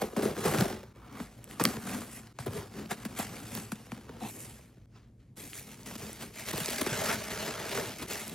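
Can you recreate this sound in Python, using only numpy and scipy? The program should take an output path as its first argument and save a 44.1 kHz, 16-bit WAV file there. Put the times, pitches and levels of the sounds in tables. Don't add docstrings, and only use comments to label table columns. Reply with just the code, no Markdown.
import sys
import numpy as np
from scipy import signal
from scipy.fft import rfft, irfft, next_fast_len
from scipy.io import wavfile
from scipy.ndimage import uniform_filter1d

SR = 44100
rng = np.random.default_rng(int(sys.argv[2]) if len(sys.argv) > 2 else 0)


def invert_db(level):
    return 10 ** (np.asarray(level, dtype=float) / 20)


def master_out(mix):
    frames = np.transpose(np.atleast_2d(mix))
    ceiling = np.clip(frames, -1, 1)
    pcm = np.round(ceiling * 32767).astype(np.int16)
    wavfile.write(sys.argv[1], SR, pcm)


N = 367794

# frequency_hz, density_db
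FOAM_COLOUR = [(240, -26.5), (400, 7), (512, -9), (636, -2), (730, -13), (852, -7.5), (1010, -13.5),
               (2150, -4.5), (3160, -10), (6340, -14), (9920, -21.5), (11000, -18), (16000, -31)]
# frequency_hz, density_db
TAPE_COLOUR = [(240, -37), (400, -1), (645, -19.5), (719, -6.5), (865, -17.5), (1200, -13), (2050, -10.5),
               (3640, -18.5), (7990, -22), (9920, -25.5), (11200, -23), (16000, -42.5)]
# frequency_hz, density_db
ROOM_COLOUR = [(15, -62.5), (25, -31), (44, -5), (65, -3.5), (82, -17), (102, -3), (122, -0.5),
               (147, -12.5), (213, -12.5), (326, -21), (916, -41.5), (3000, -56.5), (8000, -56.5),
               (12500, -59), (14500, -71)]
# frequency_hz, width_hz, level_db
BOX_MODES = [(65, 14, -6.5), (111, 56, -2.5), (180, 127, 5.5), (213, 7, 11), (247, 2.9, -10),
             (311, 3, -7.5), (392, 22, -3), (407, 17, -15.5)]
# frequency_hz, width_hz, level_db
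SHUT_MODES = [(381, 48, 6), (310, 30, 4), (415, 34, 1), (560, 45, -6.5)]
# frequency_hz, width_hz, level_db
CARD_MODES = [(850, 370, 5), (2610, 300, -5), (3930, 640, -6)]
# frequency_hz, width_hz, level_db
BLADE_MODES = [(1150, 600, 1), (2240, 190, 2)]
# frequency_hz, width_hz, level_db
SNAP_MODES = [(1290, 560, -10.5), (2300, 540, -10), (3130, 260, 1), (4470, 780, 11.5), (7550, 820, -9),
              (10100, 2400, -14.5)]
# frequency_hz, t60_s
KITCHEN_T60 = [(100, 0.2), (500, 0.15), (3000, 0.24), (12000, 0.51)]
# frequency_hz, side_minus_mid_db
STEREO_WIDTH = [(40, -16), (70, -23), (110, -32), (170, -38), (270, -24.5), (450, -10.5), (740, -5),
                (1220, -21), (2010, -9.5), (4000, -11), (8000, -2), (15000, 0)]
# frequency_hz, left_minus_right_db
STEREO_LEAN = [(180, 0), (260, 2.6), (330, 2.6), (520, 0)]

SHOTS = [
    0,
    .928,
    2.328,
    4.858,
    5.358,
    5.966,
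    6.516,
    8.065,
    9,
]
# start_s, end_s
SHUT_SPANS = [
    (0, .93),
    (2.46, 2.66),
    (7.3, 7.85),
]
# peak_s, rub_db, box_over_rub_db, rise_20db_s, fall_20db_s
SLITTING_STROKES = [(0.021, -43, 16, .02, 0.02), (0.04, -52.5, 15.5, -0.1, 0.1), (0.0, -51, 21.5, 3, -0.34),
                    (0.12, -62.5, 11, .6, 1.6), (0.166, -49, 17, -0.06, 0.1), (0.189, -48, 17, -0.21, 0.09),
                    (0.225, -44, 14.5, -0.14, 0.16), (0.254, -48, 17.5, -0.1, 0.14),
                    (0.39, -59.5, 15.5, 1.9, -4), (0.412, -47, 11.5, 0.15, 0.14), (0.5, -40, 8, 0.04, 0.09),
                    (0.549, -40, 13, 0.04, 0.08), (0.455, -38.5, 10, .055, 0.2152),
                    (0.605, -41, 12, 0.17, 0.17), (0.68, -48, 11.5, -0.96, 0.17), (0.96, -63, 10.5, -1, 4),
                    (1.06, -63.5, 3, -2, -22), (1.202, -51.5, 8.5, 0.32, 0.16),
                    (1.26, -62, 10.5, -0.6, 0.6), (1.488, -55.5, 7.5, 0, 0.6), (1.598, -42, 15, .002, .12),
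                    (1.638, -42, 10, .04, .24), (1.901, -46, 9.5, 0.21, 0.3),
                    (1.95, -45.5, 10, 0.16, -0.03), (2.16, -55, 6, .3, 0.25)]
# peak_s, rub_db, box_over_rub_db, rise_20db_s, fall_20db_s
FOLDING_STROKES = [(2.364, -69, 5, 0.3, .3), (2.391, -48, -9, 0.0027, 0.099), (2.42, -52.5, 2, 0.022, 0.11),
                   (2.461, -58.5, 21.5, 0.0054, 0.07), (2.489, -59.5, 11.5, .05, .1),
                   (2.515, -57.5, 12.5, 0.13, .2), (2.629, -55.5, 12.5, 0.089, 0.04),
                   (2.574, -50.5, 10.5, 0.14, 0.19), (2.784, -52.5, 11, 0.15, 0.21),
                   (2.912, -37, 2, 0.019, 0.04), (3.036, -54.5, 8, 0.38, 0.02),
                   (3.05, -43, 1.5, 0.0026, 0.039), (3.16, -55.5, 9, 0.63, .1),
                   (3.196, -38.5, -4, 0.057, 0.11), (3.35, -53.5, 11, 0.59, 0.53),
                   (3.583, -49, 7.5, 0.43, 0.2), (3.72, -44, -17, .005, 0.027),
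                   (3.76, -59, 9.5, 0.13, 0.58), (3.92, -57.5, 10.5, 0.046, 0.35),
                   (4.09, -64, 16, 0.078, 0.74)]
# peak_s, rub_db, box_over_rub_db, rise_20db_s, fall_20db_s
LIFTING_STROKES = [
    (4.225, -56.5, 14.5, 0.018, 0.17),
    (4.255, -51, 9, 0.12, 0.096),
    (4.29, -54, 4, 0.13, 0.15),
    (4.42, -54, 8, 0.31, 0.35),
    (4.621, -69.5, 12.5, .2, 0.47),
    (4.968, -65.5, 7.5, 0.082, 0.15),
    (5.205, -73.5, 0, 0.045, 0.17),
]
# peak_s, rub_db, box_over_rub_db, rise_20db_s, fall_20db_s
DIGGING_STROKES = [(5.37, -53.5, 6, 0.025, 0.54), (5.44, -52.5, 5.5, .1, 0.23),
                   (5.595, -50.5, -5, 0.35, 0.098), (5.745, -56, 6.5, 0.63, 0.025),
                   (5.8, -60.5, 9, 0.27, 0.45), (5.861, -48.5, 6.5, 0.0087, 0.31), (5.957, -48, 3, .06, .1),
                   (6.01, -49.5, 5, 0.52, 0.68), (6.224, -46, 4.5, 0.077, 0.11),
                   (6.397, -45, -0.5, 0.088, 0.14), (6.49, -40.5, 0.5, 0.091, 0.86),
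                   (6.534, -44, 14, 0.019, 0.074), (6.61, -41, -4.5, 0.42, 2.7),
                   (6.8136, -30, -3.5, 0.0036, 0.017), (6.788, -36.5, -11, 0.04, 0.08),
                   (6.87, -46, 4.5, 0.057, 0.38), (6.979, -37.5, -0.5, 0.04, 0.67),
                   (7.13, -35.5, -2.5, 1, 0.14), (7.24, -43.5, 0, .02, 0.34),
                   (7.32, -42.5, -1.5, 0.28, 0.4), (7.431, -39, -3, 0.42, 0.45),
                   (7.5, -41.5, 0, 0.26, 0.087), (7.585, -42.5, -2.5, 0.018, 0.84),
                   (7.66, -40, -2, 0.26, 0.27), (7.87, -42.5, 3.5, 0.17, 0.16), (7.759, -38, 0, 0.4, 0.26),
                   (8.026, -43.5, 4.5, 0.15, 0.061), (8.109, -40.5, -0.5, 0.062, 0.25),
                   (8.178, -43, -9, 0.39, 0.32), (8.33, -51, 10.5, 0.19, .3)]
# fizz_over_crackle_db, board_over_crackle_db
ACTION_BALANCE = [
    (2.5, 2),
    (-1.5, 1),
    (-2.5, -3),
    (-4, -3.5),
]
# time_s, toward_fizz_db
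TOUCH_CURVE = [(0, -1), (.6, -4.5), (1.05, -14.5), (1.2, -4.5), (1.95, -4), (2.15, 2), (2.3, -8),
               (2.5, 1.5), (2.7, -3), (2.9, -4), (3.6, 2), (4.12, -5), (4.25, 0.5), (4.31, 10), (4.7, 1),
               (4.95, -16.5), (5.33, -7), (5.37, 7.5), (5.85, 3), (6.6, 0.5), (7.2, -3.5), (7.45, -3),
               (7.55, -5), (7.8, -2), (8.34, 1)]
# start_s, crack_db, thump_over_crack_db, board_over_crack_db, thump_hz
SLITTING_KNOCKS = [(0.0165, -32, 10, 5, 604), (0.036, -35, 9.5, -3, 415), (0.163, -38, 12, 8, 400),
                   (0.166, -39, 15.5, 0.5, 215), (0.188, -39.5, 15, 0, 365),
                   (0.2215, -31.5, 6.5, -1.5, 293), (0.252, -32.5, 10, 3, 398),
                   (0.3653, -32.5, -3, 0.5, 310), (0.4497, -32, -1, -7, 310), (0.5448, -34, -6, 12.5, 204),
                   (0.5746, -30, 6, -8, 128), (0.608, -16, -2.5, -3, 190), (1.1995, -42.5, 12.5, 8.5, 219),
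                   (1.2, -46.5, 12, -9, 1230), (1.596, -26, -0.5, 0, 1070), (1.6005, -27, 3.5, -1, 1120),
                   (1.6146, -29.5, 5, -6.5, 213), (1.659, -42, 15, -5, 213), (1.675, -44.5, 16, -4, 213),
                   (1.642, -41.5, 13.5, 2, 213), (1.606, -41.5, 11.5, 7.5, 327),
                   (1.6522, -13, -19, -5.5, 300), (0.6, -36.5, 15, 2.5, 300)]
# start_s, crack_db, thump_over_crack_db, board_over_crack_db, thump_hz
FOLDING_KNOCKS = [(2.3867, -35.5, 0.5, 7.5, 122), (2.4628, -39, 12, -26, 400), (2.468, -37.5, 5, -1, 108),
                  (2.476, -47, 10, 2, 420), (2.484, -51.5, 12, -2, 200), (2.5328, -34, -5, -9, 171),
                  (2.5685, -37.5, 1.5, -9, 111), (2.6208, -49, 7, 6, 369), (2.9142, -31, 0, -16, 1150),
                  (2.917, -41.5, -3, -22, 222), (3.0506, -29, 1, -11, 220), (3.1883, -35, 5.5, -26, 218),
                  (3.196, -36.5, 9.5, -15, 750), (3.5501, -24.5, -13, -13.5, 230),
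                  (3.5731, -29, -12, -7, 227), (3.7182, -31.5, 3, 3.5, 213), (3.918, -36.5, 4.5, 7, 228),
                  (4.0916, -51.5, 14, 15, 463)]
# start_s, crack_db, thump_over_crack_db, board_over_crack_db, thump_hz
DIGGING_KNOCKS = [(5.8613, -38, -13, -1, 207), (5.91, -37, -19, 2.5, 180), (5.9533, -33.5, -1, -4, 213),
                  (6.2222, -37, -7, 0, 237.7), (6.5302, -29, -1, -9, 123), (6.578, -22.5, -10.5, -8, 448),
                  (6.6022, -24, -9.5, -9, 156), (6.6813, -24.5, -5.5, -7, 415),
                  (6.8114, -22.5, -3, -6, 290), (6.8632, -23.5, -0.5, 2.5, 388),
                  (6.908, -39, 8, -16.5, 141), (7.2374, -31, -27.5, -9, 250), (7.5765, -41, -3, 8, 180),
                  (7.774, -33, -14, 10, 254), (8.023, -43, -2, 3, 170), (8.1131, -39, -20, -10, 261)]
# start_s, peak_db, pitch_hz
POP_EVENTS = [(0.228, -34, 1520), (0.3466, -43, 1630), (0.4085, -40, 1580), (0.5275, -30, 2080),
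              (0.5786, -25, 2040), (0.5854, -15, 1610), (0.6659, -38, 2180), (0.7652, -39, 1710),
              (1.2885, -51, 1380), (1.5287, -35.5, 1300), (1.612, -16.5, 1350), (1.8537, -45, 1320),
              (1.8938, -30, 2220), (1.9514, -32, 1760), (5.7828, -53, 6140), (5.832, -39, 5090),
              (6.1305, -28, 8750), (6.3406, -43, 4390), (6.3863, -30, 1930), (6.464, -29, 5880),
              (6.6028, -34, 1990), (6.6593, -18, 4540), (6.6884, -23, 4400), (6.78, -29, 1760),
              (6.8928, -42, 1480), (6.9623, -28, 1670), (7.3967, -30, 2010), (7.626, -26, 1940),
              (7.7154, -23, 2580), (7.7754, -31, 1430), (7.855, -29, 1370), (7.939, -32, 2240),
              (8.0845, -27, 8880), (8.111, -29, 1670), (8.1558, -24, 1860), (8.2094, -31.5, 2340)]
# start_s, peak_db, fizz_over_peak_db
TICK_EVENTS = [(1.265, -60, -1), (1.3007, -54, -10), (1.3657, -61, -8), (1.4422, -38, 5.5),
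               (1.511, -34, -1), (2.1826, -45, 3), (2.271, -42.5, -23), (2.859, -38, -13),
               (5.4273, -52, -0.5), (5.5325, -29.5, -24), (5.596, -33.5, 4), (6.2437, -49, -3),
               (7.817, -40, 3), (7.9856, -41, 10), (8.1332, -34, 13.5), (8.2794, -37.5, 13),
               (8.2957, -30.5, 2), (1.639, -21, 10.5)]

TIME_S = np.arange(N) / SR
CRACKLE_HZ, FIZZ_HZ, BOARD_HZ = (1500, 7000), (7000, 17000), (500, 1600)
DIGGING_FROM_S = SHOTS[4]


def evened(x):
    return x / np.sqrt(np.mean(x ** 2) + 1e-20)


def peaked(x):
    return x / abs(x).max()


def read(points, hz):
    f, value = np.transpose(points)
    return np.interp(np.log(hz + 1), np.log(f + 1), value)


def colour(x, points):
    n = next_fast_len(x.shape[-1])
    gain = invert_db(read(points, np.fft.rfftfreq(n, 1 / SR)))
    return irfft(rfft(x, n) * gain, n)[..., :x.shape[-1]]


def band(x, lo_hz, hi_hz, order=3):
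    sos = signal.butter(order, [lo_hz, min(hi_hz, .45 * SR)], "band", fs=SR, output="sos")
    return signal.sosfilt(sos, x)


def wander(ms):
    size = max(round(ms * SR / 1000), 1)
    return evened(uniform_filter1d(uniform_filter1d(rng.standard_normal(N), size), size))


def during(start_s, end_s):
    return (TIME_S > start_s) & (TIME_S < end_s)


def ring(x, modes):
    out = np.zeros(len(x))
    for hz, width_hz, db in modes:
        pole = np.exp((2j * np.pi * hz - np.pi * width_hz) / SR)
        out += invert_db(db) * signal.lfilter([1 - abs(pole)], [1, -pole], x).real
    return out


def bend(x):
    delay_cycles = 2.2
    n = next_fast_len(len(x) + 4000)
    hz = np.fft.rfftfreq(n, 1 / SR)
    return irfft(rfft(x, n) * np.exp(-2j * np.pi * delay_cycles * np.log(hz + 40)), n)[:len(x)]


def shifting(x, depth_db, frames, bins, size):
    z = signal.stft(x, nperseg=size)[2]
    patches = rng.standard_normal(z.shape)
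    for _ in range(2):
        patches = uniform_filter1d(uniform_filter1d(patches, bins, 0), frames, 1)
    return signal.istft(z * invert_db(depth_db * evened(patches)), nperseg=size)[1][:N]


def placed(events):
    out = np.zeros(N + 4000)
    for s, sound in events:
        out[round(s * SR):][:len(sound)] += sound
    return out[:N]


def bursts(count, size, decay_60db_s):
    return rng.standard_normal((count, size)) * invert_db(-60 * np.arange(size) / SR / decay_60db_s)


def room_tone():
    return invert_db(-54.5) * evened(colour(rng.standard_normal(N), ROOM_COLOUR))


def strokes():
    middling_db, fizz_growth, board_growth = -50, 1.16, 1.226
    t = np.arange(0, N / SR + .002, .001)
    shot = np.searchsorted(SHOTS, t, "right")
    level_db = np.full((4, len(t)), -120.)
    actions = [SLITTING_STROKES, FOLDING_STROKES, LIFTING_STROKES, DIGGING_STROKES]
    for rows, (fizz_db, board_db) in zip(actions, ACTION_BALANCE):
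        for s, rub_db, weight_db, rise_s, fall_s in rows:
            under_db = 20 * np.where(t < s, (s - t) / max(rise_s, .002), (t - s) / max(fall_s, .002))
            now_db = rub_db - under_db
            over_db = now_db - middling_db
            layers = [now_db,
                      middling_db + fizz_db + fizz_growth * over_db,
                      middling_db + board_db + board_growth * over_db,
                      now_db + weight_db]
            same_shot = shot == np.searchsorted(SHOTS, s, "right")
            level_db = np.where(same_shot, np.maximum(level_db, layers), level_db)
    touch_db = np.interp(t, *np.transpose(TOUCH_CURVE))
    level_db[1:3] += [touch_db, -0.7 * touch_db]
    return [np.interp(TIME_S, t, db) for db in level_db]


def grains(per_s, spread_db, clump_db, bed_db):
    size = invert_db(spread_db * np.minimum(rng.exponential(1, N), 3.4)) * (rng.random(N) < per_s / SR)
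    slips = evened(size * rng.choice([-1, 1], N)) + invert_db(bed_db) * rng.standard_normal(N)
    return evened(slips * invert_db(clump_db * wander(ms=3.5) + 0.34 * clump_db * wander(ms=96.0)))


def rummage():
    slips = grains(per_s=4000, spread_db=3.8, clump_db=1.9, bed_db=1)
    tape = card_flutter(blade_slide(colour(slips, TAPE_COLOUR)))
    foam = colour(slips, FOAM_COLOUR)
    layers = []
    for hz in (CRACKLE_HZ, FIZZ_HZ, BOARD_HZ):
        rub = np.where(TIME_S >= DIGGING_FROM_S, evened(band(foam, *hz)), evened(band(tape, *hz)))
        layers.append(shifting(rub, depth_db=1.9, frames=10, bins=2, size=256))
    layers.append(box_hum(slips))
    return bend(sum(invert_db(db) * evened(layer) for db, layer in zip(strokes(), layers)))


def box_hum(slips):
    pushes = slips + 2.73 * grains(per_s=300, spread_db=3.5, clump_db=3.0, bed_db=2.0)
    shut = sum(during(*span) for span in SHUT_SPANS)
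    hum = np.where(shut, ring(pushes, BOX_MODES + SHUT_MODES), ring(pushes, BOX_MODES))
    return shifting(hum, depth_db=2.5, frames=4, bins=2, size=2048)


def knock(db, thump_db, board_db, thump_hz, noise):
    t = np.arange(len(noise)) / SR
    burst = noise * np.minimum(t / 0.0029, 1) * invert_db(-60 * t / 0.0065)
    fizz_db = -8.5 - 0.59 * board_db
    crack = peaked(band(burst, 1500, 7000, order=2))
    crack = crack + invert_db(fizz_db) * peaked(band(burst, 7000, 15500, order=2))
    blow = np.exp(-((t - .0005) / 0.00021) ** 2)
    board = peaked(band(blow, 660, 4200, order=1)) + .5 * peaked(band(burst, 680, 2500, order=2))
    thump = band(blow, 0.88 * thump_hz, 1.11 * thump_hz, order=1)
    thump = peaked(bend(thump)) + 0.15 * peaked(bend(ring(thump, BOX_MODES)))
    return invert_db(db) * (bend(crack) + invert_db(board_db) * peaked(bend(board)) + invert_db(thump_db) * thump)


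def knocks():
    rows = SLITTING_KNOCKS + FOLDING_KNOCKS + DIGGING_KNOCKS
    return placed((s, knock(*row, rng.standard_normal(4000))) for s, *row in rows)


def kitchen(x):
    taps = np.zeros(SR // 2)
    at = np.arange(300, SR // 2 - 20, 20)
    at = at + rng.integers(0, 20, len(at))
    taps[at] = rng.choice([-1., 1.], len(at))
    hz, t, z = signal.stft(taps, SR, nperseg=256)
    tail = signal.istft(z * invert_db(-60 * t / read(KITCHEN_T60, hz)[:, None]), SR, nperseg=256)[1]
    return signal.fftconvolve(x, tail / np.linalg.norm(tail))[:N]


def pops():
    events, spread = [], 1.22
    for (s, db, hz), burst in zip(POP_EVENTS, bursts(len(POP_EVENTS), 400, 0.0065)):
        pop = band(burst, hz / spread, hz * spread, order=1)
        events.append((s, invert_db(db - 4) * peaked(pop)))
    return placed(events)


def joins():
    fade_s, depth = 0.013, 0.76
    return 1 - depth * sum((TIME_S > s) * np.exp(-((TIME_S - s) / fade_s) ** 2) for s in SHOTS[1:-1])


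def blade_slide(tape):
    once = ring(tape, BLADE_MODES)
    gathering = np.clip((TIME_S - 1.0) / 0.29, .08, 1)
    slide = gathering * tape + 0.6 * once + 1.4 * ring(once, BLADE_MODES)
    return np.where(during(.93, 1.2), slide, tape)


def ticks():
    events = []
    for (s, db, fizz_db), burst in zip(TICK_EVENTS, bursts(len(TICK_EVENTS), 400, 0.0049)):
        low = peaked(band(burst, 1500, 4500, order=2))
        fizz = peaked(band(burst, 4500, 15500, order=2))
        events.append((s, invert_db(db) * (low + invert_db(fizz_db) * fizz)))
    return placed(events)


def snap():
    at = np.arange(2000)
    slips = np.exp(-at / 2.4) + .5 * (at == 40)
    return placed([(1.6532, invert_db(-3) * peaked(ring(slips, SNAP_MODES)))])


def card_flutter(tape):
    flutter = 1.3 * tape + 24 * ring(ring(tape, CARD_MODES), CARD_MODES)
    return np.where(during(4.205, 4.3), flutter, tape)


def scene():
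    hands = rummage() + knocks() + pops() + ticks() + snap()
    close = band(hands, 55, 19000)
    mix = joins() * (close + invert_db(-17) * kitchen(close) + room_tone())
    return np.array([mix, mix])


def ports(mid):
    t = np.arange(160) / SR
    turn = np.pi * (TIME_S * 23 + .5 * wander(ms=42))
    side = -.75 * signal.hilbert(mid, next_fast_len(N))[:N].imag
    for k in range(3):
        path = rng.standard_normal(160) * np.exp(-t / .0008)
        path = irfft(np.exp(1j * np.angle(rfft(path, 512))))
        moving = 0.8 * mid * np.sqrt(2 / 3) * np.cos(turn + k * np.pi / 3)
        side += signal.oaconvolve(moving, path)[:N]
    side = colour(side, STEREO_WIDTH) * invert_db(0.5)
    left_lean, right_lean = [[(hz, sign * db / 2) for hz, db in STEREO_LEAN] for sign in (1, -1)]
    return np.array([colour(mid + side, left_lean), colour(mid - side, right_lean)])


def low_pass(x):
    return signal.sosfilt(signal.butter(12, 16820, fs=SR, output="sos"), x)


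def record(dry):
    heard = ports(band(dry.mean(0), 49, 19000, order=2))
    mix = colour(heard, [(15850, 0), (16050, -40)])
    return low_pass(mix)


dry = scene()
out = record(dry)
master_out(out)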